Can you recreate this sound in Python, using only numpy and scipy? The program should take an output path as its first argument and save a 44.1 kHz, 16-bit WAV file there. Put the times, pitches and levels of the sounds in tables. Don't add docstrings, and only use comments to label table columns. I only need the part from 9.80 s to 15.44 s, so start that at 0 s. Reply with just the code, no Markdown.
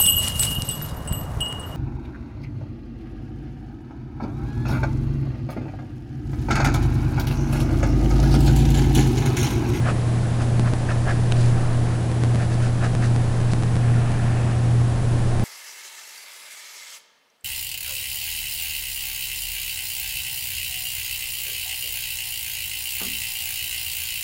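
import sys
import numpy as np
from scipy import signal
from scipy.fft import rfft, irfft, next_fast_len
from scipy.io import wavfile
from scipy.ndimage import map_coordinates

SR = 44100
rng = np.random.default_rng(int(sys.argv[2]) if len(sys.argv) > 2 else 0)


def file_out(sig):
    cols = np.atleast_2d(sig).T
    lim = np.clip(cols, -1, 1)
    pcm = np.round(lim * 32767).astype(np.int16)
    wavfile.write(sys.argv[1], SR, pcm)


def field_ratio(decibels):
    return 10 ** (np.asarray(decibels, dtype=float) / 20)


N = 248724
T = np.arange(N) / SR
DRONE_HZ = 119.2
BLOCK_S = 0.01


def unit(x):
    return x / np.sqrt(np.mean(x ** 2) + 1e-20)


def wobble(rate):
    points = rng.standard_normal(int(N * rate / SR) + 4)
    return map_coordinates(points, [T * rate])


def filtered(x, response):
    size = next_fast_len(N + 8192)
    spectrum = rfft(x, size) * response(np.fft.rfftfreq(size, 1 / SR))
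    return irfft(spectrum, size)[..., :N]


def colour(points):
    point_hz, point_db = np.transpose(points)
    return lambda hz: field_ratio(np.interp(np.log(hz + 1), np.log(point_hz + 1), point_db))


def grit(spread_db, grain_hz):
    return rng.standard_normal(N) * field_ratio(spread_db * wobble(grain_hz))


def rubbing():
    # start in seconds, end in seconds, pad body level in dB,
    # share of the brighter middle mode from 0 to 1, paper hiss level in dB.
    stroke_rows = [(0.032, 0.089, -32, 0.8, -44), (0.057, 0.124, -26.5, 0.23, -41),
                   (0.577, 0.651, -35.5, 0.15, -44), (0.832, 0.909, -34.5, 0.45, -50),
                   (1.071, 1.14, -30.5, .65, -45), (1.251, 1.345, -30, 0.78, -45),
                   (1.344, 1.39, -36, .9, -54), (2.568, 2.66, -37.5, .6, -46), (2.69, 2.76, -41, 0.6, -44),
                   (2.79, 2.893, -37.5, .26, -44), (3.001, 3.086, -31.5, .5, -43),
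                   (3.195, 3.28, -35.5, 0.45, -40.5), (3.687, 3.729, -44, .5, -35)]
    # start in seconds, end in seconds, pad body level in dB,
    # top mode level in dB, paper hiss level in dB.
    drag_rows = [(1.53, 1.715, -47, -47.5, -43), (1.72, 1.97, -44.5, -58, -61),
                 (2.043, 2.162, -45, -61, -52), (4.0, 4.782, -42.5, -49, -67)]
    # centre in Hz, width of one filter pass in Hz.
    pad_modes = [(650, 340), (1300, 460), (1700, 420), (2500, 800)]
    # frequency in Hz, relative level in dB per Hz.
    tooth_tone = [(2500, -9), (3800, 6.5), (6000, 4.5), (8000, 0.5), (11000, -4), (14000, -66)]
    low_db = -1
    top_db = -3.5
    drag_bright = 0.46
    hiss_lag_s = 0.011

    contacts = []
    for start, end, body_db, bright, hiss_db in stroke_rows:
        upper_db = (body_db + hiss_db) / 2 + top_db
        contacts.append((start, end, body_db, bright, upper_db, hiss_db))
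    for start, end, body_db, upper_db, hiss_db in drag_rows:
        contacts.append((start, end, body_db, drag_bright, upper_db, hiss_db))

    levels = np.zeros((5, N))
    for start, end, body_db, bright, upper_db, hiss_db in contacts:
        nearness = np.clip(np.minimum(T - start, end - T) / 0.043, 0, 1)
        touch = np.sin(np.pi / 2 * nearness) ** 1.38
        shares = np.clip([1 - bright, bright], 0, 1)
        dull_gain, bright_gain = field_ratio(body_db) * np.sqrt(shares)
        gains = [field_ratio(body_db + low_db), dull_gain, bright_gain, field_ratio(upper_db), field_ratio(hiss_db)]
        levels += np.outer(gains, touch)
    levels[-1] = np.roll(levels[-1], round(hiss_lag_s * SR))

    voices = []
    for centre, width in pad_modes:
        def resonance(hz):
            return (1j * hz * width / (centre * centre - hz * hz + 1j * hz * width)) ** 2
        voices.append(filtered(grit(2.9, 300), resonance))
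    voices.append(filtered(grit(2.7, 400), colour(tooth_tone)))
    return sum(gain * unit(voice) for gain, voice in zip(levels, voices))


def tap():
    # time in seconds, level in dB.
    tick_rows = [(1.516, -27), (1.522, -11)]
    # frequency in Hz, level against the tick in dB,
    # time to fade by 60 dB in seconds.
    pencil_modes = [(550, -2, 0.0059), (910, -1, 0.005), (1500, 0.5, 0.005), (2540, -1, .004),
                    (2900, 3.5, 0.0039), (3700, -5, 0.0061), (6200, -5, 0.0043)]
    crack_db, crack_t60_s = -3.5, 0.0055
    attack_s = 0.00024

    sound = np.zeros(N)
    for start, tick_db in tick_rows:
        t = np.clip(T - start, 0, None)
        ring = np.zeros(N)
        for hz, mode_db, t60_s in pencil_modes:
            ring += field_ratio(tick_db + mode_db - 60 * t / t60_s) * np.sin(2 * np.pi * hz * t)
        crack = field_ratio(tick_db + crack_db - 60 * t / crack_t60_s) * rng.standard_normal(N)
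        attack = 1 - np.exp(-t / attack_s)
        sound += attack * (ring + crack)
    return sound


def hum():
    lost_times = [.93, 1.27, 3.15, 5.23]
    # depth in dB, time of a crest in seconds.
    throb_rows = [(1.46, 0.77), (1.5, .794), (0.77, .856)]
    # frequency in Hz, rms level in dB, size of the random wander in dB.
    rotor_rows = [(13.9, -34.5, 6), (29.25, -39, 2), (81.9, -34, -1), (90.5, -35.5, 2), (147.5, -43, 4.5),
                  (168, -38.5, 1), (203.3, -43.5, 2), (321.2, -44, 0.5), (357, -50, 1), (1065, -53, 0.5)]
    drone_db, throb_s = -20.5, 0.832
    overtone_db, overtone_grows = -39.5, 1.37
    whine_hz, whine_db = 7778, -67.5

    clock = T + BLOCK_S * np.searchsorted(lost_times, T)

    def tone(hz):
        return np.sqrt(2) * np.sin(2 * np.pi * (hz * clock + rng.random()))

    throb_db = np.zeros(N)
    for k, (depth_db, crest) in enumerate(throb_rows):
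        throb_db += depth_db * np.cos(2 * np.pi * (k + 1) * (T - crest) / throb_s)

    sound = field_ratio(drone_db + throb_db + 0.76 * wobble(3.8)) * tone(DRONE_HZ)
    octave_db = overtone_db + overtone_grows * throb_db + 1.4 * wobble(3)
    sound += field_ratio(octave_db) * tone(2 * DRONE_HZ)
    for hz, rotor_db, wander_db in rotor_rows:
        sound += field_ratio(rotor_db + wander_db * wobble(2.49)) * tone(hz)
    sound += field_ratio(whine_db + 3 * wobble(3)) * tone(whine_hz)

    seam_distance = np.min(np.abs(T[:, None] - lost_times), axis=1)
    join = 1 - np.exp(-(seam_distance / 0.0024) ** 2)
    return join * sound


def air():
    # frequency in Hz, relative level in dB per Hz.
    air_tone = [(8, -16), (25, 0), (50, -2), (110, -4), (180, -1.5), (260, -6), (420, -8.5), (470, -11),
                (750, -11), (900, -16.5), (1300, -20.5), (1750, -20.5), (2050, -24.5), (3400, -29),
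                (6000, -32.5), (10500, -33)]
    air_db = -28.5
    noise = filtered(rng.standard_normal(N), colour(air_tone))
    return field_ratio(air_db + 0.35 * wobble(3.15)) * unit(noise)


def scene():
    mix = rubbing() + tap() + hum() + air()
    return mix[None]


def slips(x):
    # start in seconds, jump at the start in dB, jump at the end in dB.
    slip_rows = [(0.796, -10, -37), (0.9266, -26, -13), (2.3162, -17.5, -24), (2.4368, -10, -18),
                 (2.5475, -16, -14.5), (2.976, -26, -31), (3.1513, -12, -28), (3.3625, -12.5, -37),
                 (3.6044, -17, -18), (3.725, -28, -9), (3.8251, -17.5, -14), (3.9566, -16, -17),
                 (4.3088, -23, -19), (5.597, -16, -28)]
    settle_s = 0.0035

    offset = np.zeros(N)
    t = np.arange(round(BLOCK_S * SR) + 4) / SR
    settle = np.cos(2 * np.pi * DRONE_HZ * t) * np.exp(-(t / settle_s) ** 2)
    for start, first_db, last_db in slip_rows:
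        k = round(start * SR)
        edge_values = x[[k, k + len(t)]]
        first, last = -np.sign(edge_values) * field_ratio(np.array([first_db, last_db]))
        offset[k:k + len(t)] = first * settle + last * settle[::-1]
    return offset


def band_limit(x):
    return signal.sosfilt(signal.butter(12, 11740, fs=SR, output="sos"), x)


def record(dry):
    edge_hz = 11014
    stuttered = dry + slips(dry[0])
    finished = filtered(stuttered, lambda hz: 1 / (1 + (hz / edge_hz) ** 90))
    return band_limit(finished)


dry = scene()
out = record(dry)
file_out(out)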